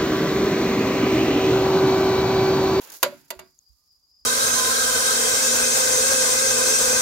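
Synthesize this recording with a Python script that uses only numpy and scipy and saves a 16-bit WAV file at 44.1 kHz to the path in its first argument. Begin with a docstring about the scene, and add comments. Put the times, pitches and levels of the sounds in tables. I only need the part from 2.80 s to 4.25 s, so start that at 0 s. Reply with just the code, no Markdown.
"""Bamboo deer scarer in a garden

The last of the water splashes from a bamboo tube into a metal tub. The tube swings back, knocks
hard on its bamboo rest and bounces to a stop, with hollow gulps just after the blows and a short
echo from the yard. One drop ticks, crickets trill with their wings, a faint tone wavers far away
and wind or handling thumps softly on the microphone."""
import sys
import numpy as np
from scipy import signal
from scipy.fft import rfft, irfft
from scipy.io import wavfile

SR = 44100
rng = np.random.default_rng(int(sys.argv[2]) if len(sys.argv) > 2 else 0)


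def persist_wave(psi):
    """Save psi, clipped to +-1, as 16-bit WAV."""
    counts = np.round(np.clip(psi, -1, 1) * 32767).astype(np.int16)
    wavfile.write(sys.argv[1], SR, np.atleast_2d(counts).T)


N = 63945

# The tube hits its rest: t/s, level/dB, contact time/s, brightness/(dB per octave), echo/dB,
# hum of the air inside/dB, share that rings on/0-1, lightness of the touch/0-1
KNOCKS = [(0.2289, -12.5, 0.0036, .5, -1, -33.5, 0.95, 0.1),
          (0.5040, -27, 0.0068, 0.3, -1.5, -41.5, 0.52, 0.38),
          (0.5918, -35.5, 0.0054, -1.64, 0.5, -48.5, 0.64, 0.73)]
# Tone colour of the cane's many short vibrations: f/Hz, level/dB
CRACK_COLOUR = [(60, -32), (160, -18.5), (400, -11.5), (1000, -6), (1500, -10), (2200, -9.5), (3200, -11.5),
                (4000, -9), (4700, -9.5), (5500, -13.5), (7200, -4), (8300, -21), (9300, -9.5),
                (10500, -14.5), (12000, -5.5), (13500, -13), (16000, -22.5)]
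# How the crack dies away (a t60 is the time to fade by 60 dB): f/Hz, t60/s, echo/dB, echo t60/s
CRACK_FADES = [(143, 0.75, -4.5, 0.46), (480, 0.067, -16, 0.22), (1250, 0.11, -13, 0.28),
               (2860, 0.12, -23.5, 0.45), (6370, 0.043, -17.5, 0.11), (13000, 0.046, -30.5, .3)]
def bamboo_cracks():
    """Each blow clacks while the canes touch; part of it rings on, then the yard echoes."""
    half_width_hz, boost_db, crack_db = 19, 7.5, -1.5
    attack_s, clack_t60 = 0.00014, 0.0053
    # The hollow tube boosts the noise near its own notes.
    peaks = [1 / (1 + ((bin_hz() - note[0]) / half_width_hz) ** 2) for note in TUBE_NOTES]
    hollow = from_db(boost_db * np.max(peaks, axis=0))
    cane = rfft(coloured(CRACK_COLOUR)) * hollow
    yard = rfft(coloured(CRACK_COLOUR)) * hollow
    edges_hz, out = np.geomspace(40, 20480, 10), 0  # bands one octave wide
    for low, high in zip(edges_hz, edges_hz[1:]):
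        hz = np.sqrt(low * high)
        band = (bin_hz() >= low) & (bin_hz() < high)
        direct, scattered = irfft(cane * band, N), irfft(yard * band, N)
        t60, tail_db, tail_t60 = (at_hz(CRACK_FADES, hz, column) for column in (1, 2, 3))
        for s, db, contact_s, bright_db, echo_db, _, rings_on, _ in KNOCKS:
            t = since(s)
            ring = rings_on * swell(t, attack_s, t60, contact_s)
            clack = (1 - rings_on) * swell(t, attack_s, clack_t60, contact_s)
            echo = from_db(tail_db + echo_db) * swell(t, rise_s=0.02, t60=tail_t60)
            gain = from_db(crack_db + db + bright_db * np.log2(hz / 2000))
            out = out + gain * (direct * (ring + clack) + scattered * echo)
    return out


# The notes the tube rings at: f/Hz, level/dB, change under a light touch/dB
TUBE_NOTES = [(530, -14.5, -6.5), (619, -15.5, 8), (664, -20, 10), (914, -14.5, 5), (978.2, -8, -15),
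              (1122, -19.5, 5), (1410, -17, 0.5), (1452, -21, 4.5), (1597, -19.5, 2.5), (1973, -18, 13),
              (2258, -21.5, 5.5), (2560, -14.5, -4.5), (2727, -13, 3), (2858, -14, -0.5), (3560, -17, -1),
              (4690, -13, -0.5), (11900, -13.5, -4)]
def tube_ring():
    """Each blow sets the tube ringing and the air inside humming; a light one mixes the notes anew."""
    hum_hz, overtone_hz, out = 373, 675, 0
    for s, db, _, bright_db, _, hum_db, _, lightness in KNOCKS:
        t = since(s)
        hum = pan(-9) * sine(hum_hz, t) + from_db(-10.5) * sine(overtone_hz, t)
        hum_gain = from_db(hum_db + 2.17 * drift(rate_hz=37))
        out = out + hum_gain * swell(t, rise_s=0.006, t60=0.33) * hum
        for k, (hz, note_db, light_db) in enumerate(TUBE_NOTES):
            gain = from_db(db + note_db + bright_db * np.log2(hz / 500) + lightness * light_db)
            sides = pan(at_hz(STEREO, hz, column=2))
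            t60 = 0.1 * (1000 / hz) ** 0.5  # high notes die sooner
            # Left and right swing a little out of step, which widens the sound.
            phase = np.arccos(at_hz(STEREO, hz)) * np.array([[0.5], [-0.5]])
            note = swell(t, rise_s=0.0032, t60=t60) * sine(hz, t, phase)
            out = out + (-1) ** k * gain * sides * note
    return out


def bamboo_tube():
    """A low cut takes the thump out of the knocks; soon after the last, their sound is faded out."""
    bass_cut_hz, fade_from_s = 139, 0.658
    bass_cut = signal.butter(2, bass_cut_hz, "high", fs=SR, output="sos")
    blows = signal.sosfilt(bass_cut, bamboo_cracks() + tube_ring())
    return blows * fade(since(fade_from_s), t60=0.83)


# Hollow gulps in the tube: t/s, f/Hz, level/dB, rise/s, t60/s
GULPS = [(.236, 524, -20.5, 0.0074, 0.038), (0.258, 576, -20, 0.0067, .1), (0.322, 577, -34, 0.0067, 0.087),
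         (.520, 590, -36.5, 0.0071, 0.073)]
def gulps():
    """The hollow of the tube sounds again after the blows, as if water slopped back inside."""
    return sum(from_db(db) * swell(since(s), rise_s, t60) * sine(hz, since(s))
               for s, hz, db, rise_s, t60 in GULPS)


# Loudness of the falling water: t/s, level/dB
POUR = [(0, -51), (.095, -47.5), (.114, -51.5), (.14, -43.5), (.19, -48), (.36, -59.5), (.7, -69),
        (1.45, -75.5)]
# Single louder splashes: t/s, level/dB, decay time/s
SPLASHES = [(.0144, -45, 0.011), (.0478, -42, 0.0013), (0.0999, -32, 0.0033), (.1186, -36, 0.0057),
            (.167, -45.5, 0.0048), (0.55, -49, 0.0027)]
# Tone colour of the spray: f/Hz, level/dB
SPRAY_COLOUR = [(1500, -18.5), (3000, -16.5), (4200, -3), (6000, -1), (7100, 2), (8300, -11.5),
                (9800, -3.5), (13000, -0.5), (15500, -4)]
def falling_water():
    """Spray and droplets hit the tub, and the pour thins to a trickle."""
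    flicker_db, splash_rise_s = 2.5, 0.0015
    flow = from_db(in_time(POUR) + flicker_db * drift(rate_hz=42))
    for s, db, decay_s in SPLASHES:
        t = since(s)
        flow = flow + from_db(db) * np.minimum(t / splash_rise_s, 1) * np.exp(-t / decay_s)
    hiss = coloured(SPRAY_COLOUR)
    droplets = from_db(-4.5) * coloured(SPRAY_COLOUR, clicks(per_s=1100))
    return flow * rms_one(hiss + droplets)


# Loudness of the bubbling: t/s, level/dB
BUBBLE_LEVEL = [(0, -50), (.15, -49), (.19, -62), (.45, -68), (.75, -92.5)]
# Tone colour of the bubbling: f/Hz, level/dB
BUBBLE_COLOUR = [(100, -22.5), (330, -3.5), (700, -6.5), (920, 0.5), (1200, -9), (1500, -4), (1950, -8),
                 (3500, -8), (6000, -25)]
def bubbles():
    """The water in the tub churns, and each bubble rings for a few cycles."""
    bubbles_per_s, ring_cycles = 860, 4.7
    pitches_hz, rings = np.geomspace(330, 3600, 24), 0
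    for hz in pitches_hz:
        shrink, turn = fade(1 / SR, ring_cycles / hz), 2 * np.pi * hz / SR  # per sample
        kicks = clicks(bubbles_per_s / len(pitches_hz)) + 1e-18
        # This filter turns each click into a short, fading note.
        feedback = [1, -2 * shrink * np.cos(turn), shrink ** 2]
        rings = rings + hz * signal.lfilter([np.sin(turn)], feedback, kicks)
    churn = coloured(BUBBLE_COLOUR) + from_db(-5.5) * coloured(BUBBLE_COLOUR, rings)
    return from_db(in_time(BUBBLE_LEVEL)) * rms_one(churn)


def drip():
    """One drop ticks: a tiny bubble, rising in pitch."""
    start_hz, climb_hz_per_s, decay_s = 6600, 140000, 0.0009
    t = since(0.7896)
    envelope = np.minimum(t / decay_s, 1) * np.exp(1 - t / decay_s)
    return from_db(-39) * pan(9) * envelope * sine(start_hz + climb_hz_per_s * t / 2, t)


# Trills of the near crickets: t/s, length/s, f/Hz, level/dB
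TRILLS = [(.6, .1, 4900, -60.5), (.81, .11, 4880, -59.5), (1.07, .11, 4920, -60), (1.05, .13, 5280, -65),
          (1.22, .045, 4870, -64.5), (1.28, .2, 4920, -58.5), (1.275, .2, 5260, -64)]
# Tone colour of the far crickets: f/Hz, level/dB
CHORUS_COLOUR = [(3900, -33), (4500, -6), (4850, 2.5), (5300, -6), (5800, -17), (6900, -10.5), (7800, -32)]
def crickets():
    """Trills of wing strokes that each fall in pitch, blurred by the yard, over a far chorus."""
    strokes_per_s, jitter, fall_hz = 29, 0.26, 380
    near = 0
    for s, length_s, hz, db in TRILLS:
        t = since(s)
        stroke = (t * strokes_per_s + jitter * drift(rate_hz=27)) % 1  # 0 to 1 in each stroke
        envelope = arch(t, length_s) * np.sin(np.pi * stroke) ** 2
        near = near + from_db(db) * pan(4) * envelope * glide(hz + fall_hz * (0.5 - stroke))
    yard = rms_one(rng.standard_normal((2, N)) * fade(since(0), t60=0.11)) / np.sqrt(N)
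    echo = from_db(-1.5) * signal.fftconvolve(near, yard, axes=1)[:, :N]
    chorus = from_db(-69.5 + 0.5 * drift(rate_hz=36)) * coloured(CHORUS_COLOUR)
    return near + echo + chorus


# Soft low thumps: t/s, f/Hz, level/dB
THUMPS = [(.56, 67, -49), (0.893, 59.5, -51), (1.41, 65.5, -60.5)]
# Tone colour of the outdoor air: f/Hz, level/dB
AIR_COLOUR = [(15, -12), (60, 4.5), (120, -7.5), (260, -11.5), (500, -19), (1200, -14), (1500, -26.5),
              (16000, -34.5)]
def thumps_and_air():
    """Soft low thumps on the microphone, from wind or handling, over quiet outdoor air."""
    thumps = sum(from_db(db) * swell(since(s), rise_s=0.012, t60=0.2) * sine(hz, since(s))
                 for s, hz, db in THUMPS)
    return pan(-19) * thumps + from_db(-77.5) * coloured(AIR_COLOUR)


def far_tone():
    """A faint wavering tone swells and fades in the distance."""
    pitch_hz = 1205 + 12 * drift(rate_hz=30)
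    return from_db(-84) * arch(since(0.92), length_s=0.18) * glide(pitch_hz)


# Spread between the two sides: f/Hz, how alike they are/0-1, left over right/dB
STEREO = [(50.1, .9, -8.5), (198, 0.18, -3.5), (564, 0.48, -1.5), (980, 0.44, -7), (2160, .25, -2),
          (5000, 0.072, -6), (7500, 0, 11), (11900, 0.21, -10.5)]
def coloured(colour, source=None):
    """Give two unrelated signals (white noise by default) a tone colour and a stereo spread."""
    mid, side = rfft(rng.standard_normal((2, N)) if source is None else source)
    hz = bin_hz()
    alike = at_hz(STEREO, hz)
    both = np.sqrt(1 + alike) * mid + np.sqrt(1 - alike) * side * [[1], [-1]]
    gains = from_db(at_hz(colour, hz)) * pan(at_hz(STEREO, hz, column=2))
    return rms_one(irfft(both * gains, N))


def clicks(per_s):
    """Random clicks of uneven size, left and right."""
    size_db = 4 * np.minimum(rng.exponential(1, (2, N)), 4)
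    sizes = from_db(size_db) * rng.choice([-1, 1], (2, N))
    return sizes * (rng.random((2, N)) < per_s / SR)


def drift(rate_hz):
    """A smooth random wobble, typically of size 1."""
    return rms_one(irfft(rfft(rng.standard_normal(N)) / (1 + (bin_hz() / rate_hz) ** 2), N))


def sine(hz, t, phase=0):
    """A pure tone."""
    return np.sin(2 * np.pi * hz * t + phase)


def glide(hz):
    """A tone that follows a changing pitch."""
    return np.sin(2 * np.pi * np.cumsum(hz) / SR)


def fade(t, t60):
    """Die away by 60 dB every t60 seconds."""
    return np.exp(-np.log(1000) * t / t60)


def swell(t, rise_s, t60, hold_s=0):
    """Rise, hold, then die away."""
    return np.minimum(t / rise_s, 1) * fade(np.maximum(t - rise_s - hold_s, 0), t60)


def arch(t, length_s):
    """A rounded rise and fall."""
    return np.sqrt(np.abs(np.sin(np.pi * np.minimum(t / length_s, 1))))


def since(s):
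    """Seconds since a moment, zero before it."""
    return np.maximum(np.arange(N) / SR - s, 0)


def in_time(rows):
    """Join a table's points in time with straight lines."""
    return np.interp(since(0), *np.transpose(rows))


def at_hz(rows, hz, column=1):
    """Read a table between its frequencies, on a scale of octaves."""
    rows = np.array(rows)
    return np.interp(np.log(np.maximum(hz, 1)), np.log(rows[:, 0]), rows[:, column])


def bin_hz():
    """The frequencies of the spectrum."""
    return np.arange(N // 2 + 1) * SR / N


def pan(db):
    """Left and right gains at constant power; positive dB leans left."""
    gains = from_db(np.array([[0.5], [-0.5]]) * db)
    return gains / np.sqrt(np.mean(gains ** 2, axis=0))


def from_db(db):
    """Turn decibels into a multiplier."""
    return 10 ** (np.asarray(db) / 20)


def rms_one(x):
    """Scale to an average power of 1."""
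    return x / np.sqrt(np.mean(x ** 2) + 1e-20)


def scene():
    """The scarer, its water and the garden."""
    scarer = bamboo_tube() + gulps()
    water = falling_water() + bubbles() + drip()
    return scarer + water + crickets() + far_tone() + thumps_and_air()


def record(dry):
    """Clip peaks at full scale and steeply cut the highest treble."""
    cutoff_hz = 16000
    treble_cut = signal.ellip(12, 0.1, 90, cutoff_hz, fs=SR, output="sos")
    return signal.sosfilt(treble_cut, np.clip(dry, -1, 1))


dry = scene()
out = record(dry)
persist_wave(out)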